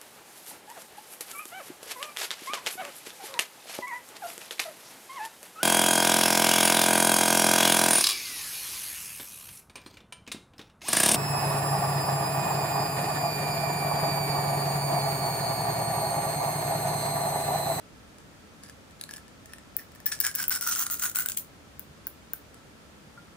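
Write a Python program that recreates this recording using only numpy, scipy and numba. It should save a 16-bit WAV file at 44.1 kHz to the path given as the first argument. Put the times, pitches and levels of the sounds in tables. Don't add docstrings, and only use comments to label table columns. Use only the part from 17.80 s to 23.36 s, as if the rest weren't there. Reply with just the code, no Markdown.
import sys
import numpy as np
from scipy import signal
from scipy.fft import rfft, irfft, next_fast_len
from scipy.io import wavfile
from scipy.ndimage import uniform_filter1d
from numba import njit

SR = 44100
rng = np.random.default_rng(int(sys.argv[2]) if len(sys.argv) > 2 else 0)


def store_pcm(level_fs):
    pcm = np.round(np.clip(level_fs, -1, 1) * 32767).astype(np.int16)
    wavfile.write(sys.argv[1], SR, np.atleast_2d(pcm).T)


def ratio(d):
    e = np.asarray(d, float) / 20
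    return 10 ** e


N = 245333


def rms_one(x):
    return x / np.sqrt(np.mean(x ** 2) + 1e-20)


def in_time(rows, column):
    rows = np.array(rows, float)
    return np.interp(np.arange(N) / SR, rows[:, 0], rows[:, column])


def band(x, low_hz, high_hz):
    return signal.sosfilt(signal.butter(3, [low_hz, high_hz], "band", fs=SR, output="sos"), x)


@njit
def resonate(x, angle, r):
    y = np.zeros(len(x))
    for i in range(2, len(x)):
        y[i] = np.sin(angle[i]) * x[i - 1] + 2 * r * np.cos(angle[i]) * y[i - 1] - r * r * y[i - 2]
    return y


def ring(clicks, hz, width_hz):
    angle = 2 * np.pi * hz / SR * np.ones(N)
    return resonate(clicks + 1e-18, angle, np.exp(-np.pi * width_hz / SR))


# f/Hz, density/dB per Hz
ROOM_TONE = [(18, -54), (30, -31), (53, -2.5), (138, -4), (170, -4), (233, -3), (364, -10), (649, -10),
             (721, -14.5), (1350, -14.5), (1460, -15), (1590, -16.5), (12000, -30), (13300, -100),
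             (16000, -33)]
# f/Hz, correlation/1
ROOM_LIKENESS = [(60, 0.84), (130, 0.62), (290, 0.55), (640, 0.29), (1410, -0.036), (3100, -0.05),
                 (6820, 0.17), (15000, -0.41)]
# f/Hz, width/Hz, level/dB
APPLIANCE_WHINES = [(1330, 47, -71), (13200, 28, -108)]


def background():
    tone_db, settle = -53 + 1.38, 8000
    edges_hz = 28 * 2 ** np.arange(0, 9.6, .5)
    white = rng.standard_normal((2, 2, N + settle))
    tone = 0
    for k, (low, high) in enumerate(zip(edges_hz, edges_hz[1:])):
        sos = signal.butter(2, [low, high], "band", fs=SR, output="sos")
        mid, side = signal.sosfilt(sos, white[k % 2])[:, settle:]
        log_centre = np.log(low * high) / 2
        tone_hz, density_db = np.transpose(ROOM_TONE)
        likeness_hz, likeness = np.transpose(ROOM_LIKENESS)
        level_db = np.interp(log_centre, np.log(tone_hz), density_db)
        alike = np.clip(np.interp(log_centre, np.log(likeness_hz), likeness), -1, 1)
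        tone = tone + ratio(level_db) * (np.sqrt(1 + alike) * mid + np.sqrt(1 - alike) * side * [[1], [-1]])
    whines = 0
    for hz, width_hz, db in APPLIANCE_WHINES:
        once = ring(rng.standard_normal(N), hz, width_hz)
        whines = whines + ratio(db) * rms_one(ring(once, hz, width_hz))
    return ratio(tone_db) * rms_one(tone) + whines


# t/s, f/Hz
AIR_PITCH = [(0.8, 1700), (1.08, 1700), (1.19, 1670), (1.67, 1810), (2.21, 1795), (2.93, 1370), (3.1, 1360),
             (3.58, 1555), (4.7, 1540)]
# t/s, f/Hz, level/dB
CROSS_MODE = [(0.8, 5100, 0), (1.11, 4400, 7), (1.26, 4140, 10.5), (1.33, 5450, 6), (2.76, 5430, -2.5),
              (3.03, 6460, -1), (3.3, 6630, -4.5), (3.6, 6600, -13)]
# f/Hz, width/Hz, level/dB
BODY_MODES = [(2730, 460, -22), (3800, 6800, -10.5), (7880, 1500, -1.5), (9630, 2070, 5)]
# f/Hz, width/Hz, level/dB
CRACK_MODES = [(15650, 1700, 0), (13900, 1500, -6), (11600, 2500, -14)]
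# f/Hz, width/Hz, level/dB
WALL_MODES = [(15080, 110, 0), (15300, 150, -5), (13600, 300, -14)]


def bottle(strike, air, body, crack, wall, cavity_db):
    def modes(table, strength, first):
        return sum(ratio(db) * ring(strike(strength, first + k), hz, width_hz)
                   for k, (hz, width_hz, db) in enumerate(table))

    air_hz = in_time(AIR_PITCH, 1)
    thump = ring(strike(air, 0), air_hz, 85)
    thump = thump + ratio(-10.5) * ring(strike(air, 12), 2.9 * air_hz, 500)
    thump = thump + ratio(-4.5) * ring(strike(air, 12), 1.36 * air_hz, 300)
    cross_gain = ratio(cavity_db + in_time(CROSS_MODE, 2))
    middle = cross_gain * ring(strike(body, 1), in_time(CROSS_MODE, 1), 420)
    middle = middle + modes(BODY_MODES, body, 2)
    top = modes(CRACK_MODES, crack, 6) + modes(WALL_MODES, wall, 9)
    return band(thump, 780, 3200), band(middle, 2220, 12000), band(top, 10300, 19000)


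# t/s, crack peak/dB, body peak/dB, air peak/dB
FAINT_TICKS = [(0.384, -58, -48, -56), (0.4024, -67, -55, -55), (0.8358, -63, -42, -53),
               (0.8396, -61, -51, -59), (0.8677, -63, -57, -56), (0.883, -52, -53, -54),
               (0.888, -48, -46, -56), (0.8967, -45, -41, -44), (0.9048, -53, -59, -60),
               (1.1094, -51, -52, -61), (1.1973, -67, -55, -64), (1.2116, -35, -29.5, -44),
               (1.2378, -34, -35.5, -48), (1.291, -58, -42, -37.5), (1.3099, -44, -38, -44),
               (1.333, -48, -46, -50), (1.3372, -41, -34.5, -43), (1.3623, -38, -39, -45),
               (1.3681, -45, -36.5, -54), (1.381, -37, -48, -45), (1.481, -62, -51, -49),
               (1.658, -40, -41.5, -49), (1.723, -60, -52, -63), (1.735, -39, -39.5, -38),
               (1.7836, -51, -44, -47), (2.119, -42, -51, -59), (2.1503, -39, -49, -54),
               (2.1587, -39, -49, -49), (2.2022, -39, -44, -46), (4.7437, -48, -48, -55)]
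# t/s, crack peak/dB, body peak/dB, air peak/dB
BEAD_KNOCKS = [(2.32, -28.0, -26.0, -29.0), (2.3896, -41.0, -40.0, -58.0), (2.4496, -26.0, -24.0, -28.0),
               (2.4664, -20.0, -21.0, -28.0), (2.5139, -30.0, -38.0, -56.0), (2.6016, -28.0, -28.0, -29.0),
               (2.6402, -27.0, -29.0, -40.0), (2.7175, -23.0, -25.0, -30.0), (2.7517, -21.0, -27.0, -43.0),
               (2.7597, -23.0, -24.0, -42.0), (2.8244, -25.0, -26.0, -45.0), (2.866, -23.0, -31.0, -28.0),
               (2.9235, -22.0, -26.0, -47.0), (2.951, -27.0, -25.0, -39.0), (2.9685, -26.0, -35.0, -40.0),
               (2.9888, -24.0, -30.0, -36.0), (3.0249, -21.0, -34.0, -48.0), (3.0367, -18.0, -30.0, -47.0),
               (3.0659, -26.0, -26.0, -33.0), (3.1, -25.0, -28.0, -34.0), (3.142, -21.0, -33.0, -40.0),
               (3.2263, -32.0, -34.0, -35.0), (3.2566, -18.0, -29.0, -37.0), (3.5191, -26.0, -29.0, -68.0),
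               (3.547, -36, -40, -60), (3.5785, -25, -32, -60), (3.646, -45, -52, -65),
               (3.315, -28, -34, -45), (2.618, -32, -34, -36), (3.172, -31, -36, -55)]
# t/s, crack peak/dB, body peak/dB, air peak/dB
WALL_RINGS = [(2.9935, -20.0, -31.0, -48.0), (3.003, -24, -32, -36), (3.012, -25, -33, -36),
              (3.3683, -19.0, -28.0, -31.0), (3.3875, -18.0, -24.0, -29.0), (3.3967, -23.0, -33.0, -35.0),
              (3.4049, -21.0, -28.0, -42.0), (3.4599, -20.0, -26.0, -31.0)]
# t/s, crack peak/dB, body peak/dB, air peak/dB, wall re crack/dB
GLASS_STRIKES = [(1.9674, -7.0, -39, -46.0, -33.0), (2.2589, -19.0, -36, -44.0, -10.0),
                 (2.2636, -17.0, -30, -38.0, -4.0), (2.2678, -9.0, -30, -45.0, -25.0),
                 (2.4025, -8.0, -31, -40.0, -17.0), (2.4058, -9.0, -30, -41.0, -27.0),
                 (2.4116, -13.0, -26, -47.0, -22.0), (2.5518, -8.0, -31, -39.0, -32.0),
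                 (2.5586, -9.0, -33, -56.0, -30.0), (2.6284, -18.0, -29, -37.0, -29.0),
                 (2.6811, -7.0, -35, -39.0, -18.0), (2.6957, -11.0, -33, -56.0, -15.0),
                 (2.8109, -18.0, -25, -42.0, -26.0), (2.8739, -16.0, -30, -36.0, -18.0),
                 (3.1128, -17.0, -32, -41.0, -24.0), (3.1966, -18.0, -30, -47.0, -33.0),
                 (3.2369, -18.0, -25, -29.0, -23.0), (3.2976, -17.0, -34, -55.0, -28.0),
                 (3.3583, -13.0, -22, -34.0, -31.0), (3.487, -16.0, -25, -56.0, -22.0),
                 (3.573, -17.0, -25, -51.0, -31.0), (3.9949, -19.0, -42, -44.0, -34.0),
                 (4.2697, -11.0, -37, -38.0, -38.0), (4.535, -12.0, -37, -37.0, -32.0)]


def blows():
    mode_spread_db, side_spread_db = 1.2, 1.2
    rattle_s, echo_s, echo_db = .0014, .00063, -20
    # wall re crack/dB, left re right/dB
    rows = [(*row, -24, 2) for row in FAINT_TICKS]
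    rows += [(*row, -21, 3) for row in BEAD_KNOCKS]
    rows += [(*row, -1.5, 3) for row in WALL_RINGS]
    rows += [(*row[:4], row[4] + 7, 5.5) for row in GLASS_STRIKES]
    s, crack_db, body_db, air_db, wall_db, left_db = np.transpose(rows)
    at = np.round(s * SR).astype(int)
    mode_luck, side_luck = rng.standard_normal((2, len(s), 13))
    chatter, fade = rng.standard_normal((6, N)), np.exp(-1 / (rattle_s * SR))
    sides = []
    for side in (1, -1):
        def strike(db, k):
            pan_db = side_spread_db * side_luck[:, k] + left_db / 2
            off_centre = side * (k % 12 > 0)
            clicks = np.zeros(N)
            clicks[at] = ratio(db + mode_spread_db * mode_luck[:, k] + off_centre * pan_db)
            if 0 < k < 6:
                rattle = chatter[k] * signal.lfilter([1], [1, -fade], clicks)
                return 0.9 * clicks + 0.65 * rattle
            return clicks
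        parts = bottle(strike, air_db - 0.5, body_db - 1.0, crack_db + 2, crack_db + wall_db, cavity_db=-14)
        sides.append(sum(parts))
    direct = np.array(sides)
    return direct + ratio(echo_db) * np.roll(direct, int(echo_s * SR), axis=1)


def place(x):
    lead_s, size = .000056, next_fast_len(N)
    hz = np.arange(size // 2 + 1) * SR / size
    late = irfft(rfft(x[1], size) * np.exp(-2j * np.pi * hz * lead_s), size)[:N]
    return np.array([x[0], late])


def room(x):
    t60_s, level_db = .19, -9
    t = np.arange(int(.4 * SR)) / SR
    onset = np.clip((t - .0015) / 0.0019, 0, 1)
    tail = rng.standard_normal((2, len(t))) * ratio(-60 * t / t60_s) * onset
    tail = tail / np.sqrt(np.sum(tail ** 2, axis=1, keepdims=True))
    return ratio(level_db) * signal.fftconvolve(x.mean(axis=0)[None], tail, axes=1)[:, :N]


# start t/s, hold/s, air level/dB, body level/dB, crack level/dB
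WRIST_SHAKES = [(0.828, 0.031, -61.0, -58, -75), (1.288, 0.066, -55.5, -63, -57),
                (1.69, 0.046, -58.5, -66, -77), (1.987, 0.0081, -44, -50, -68),
                (2.262, 0.01, -40.5, -37.5, -47), (2.318, 0.0033, -35, -30.5, -38.0),
                (2.402, 0.032, -46, -41.0, -64), (2.44, 0.034, -32.5, -33, -32),
                (2.544, 0.045, -47, -41, -50.0), (2.586, 0.046, -38, -37, -31),
                (2.708, 0.048, -35.5, -31, -26.5), (2.814, 0.048, -43.5, -36.5, -35),
                (2.871, 0.027, -35, -31.5, -24.5), (2.913, 0.021, -42, -31, -31),
                (2.96, 0.071, -39.5, -34, -27), (3.061, 0.0057, -42, -39, -44.0),
                (3.108, 0.034, -45, -36, -24), (3.189, 0.026, -46.0, -38, -33),
                (3.221, 0.045, -36.5, -31.5, -26.5), (3.35, 0.072, -41.0, -35.5, -30),
                (3.455, 0.0055, -43.5, -46.0, -47), (3.487, 0.013, -48.0, -35.5, -30),
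                (3.57, 0.016, -71, -40.5, -24.5)]
SETTLE_RATES = [432, 431, 600]


def shaken(layer):
    attack_s = .004
    t, power = np.arange(N) / SR, 0
    for s, hold_s, *level_db in WRIST_SHAKES:
        rise = np.clip(1 + (t - s) / attack_s, 0, 1) ** 2
        fall_db = SETTLE_RATES[layer] * np.maximum(t - s - hold_s, 0)
        power = power + rise * ratio(2 * (level_db[layer] - fall_db))
    return np.sqrt(power)


def tumble():
    per_s, spread_db, alike = 2500, 2.4, .75
    heights = ratio(spread_db * np.minimum(rng.exponential(1, N), 4))
    knocks = (rng.random(N) < per_s / SR) * heights
    shared, own = rng.standard_normal((2, 13, N))
    own[[0, 12]] *= .3
    levels = [shaken(k) * ratio(db) for k, db in enumerate([-1.5, 1.5, -3.5])]
    sides = []
    for side in (1, -1):
        luck = shared + side * np.sqrt(1 - alike) * own
        parts = bottle(lambda gain, k: gain * knocks * luck[k], 1, 1, 1, ratio(-36), cavity_db=-2.5)
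        mix = sum(rms_one(part) * level for part, level in zip(parts, levels))
        sides.append(ratio(0.13 * side) * mix)
    return np.array(sides)


# t/s, peak level/dB, f/Hz, t60/s
GEL_BUBBLE = [
    (5.3758, -41, 1406, 0.1),
]


def plop():
    (s, db, hz, t60_s), = GEL_BUBBLE
    t = np.maximum(np.arange(N) / SR - s, 0)
    return ratio(db - 60 * t / t60_s) * np.sin(2 * np.pi * hz * t)


def scene():
    near = blows() + tumble() + plop()
    return place(near) + room(near) + background()


def band_limit(x):
    return signal.sosfilt(signal.butter(12, 17160, fs=SR, output="sos"), x)


def record(dry):
    gate_db, jump_db = -58, 9
    kept, wide = (signal.sosfiltfilt(signal.cheby2(14, 40, hz, fs=SR, output="sos"), dry)
                  for hz in (16000, 16750))
    top = wide - kept
    near, around = (uniform_filter1d(top ** 2, size=size).max(axis=0) for size in (256, 4096))
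    loud = near / (ratio(2 * gate_db) + around * ratio(2 * jump_db))
    mix = kept + top * loud ** 2 / (1 + loud ** 2)
    return band_limit(mix)


dry = scene()
out = record(dry)
store_pcm(out)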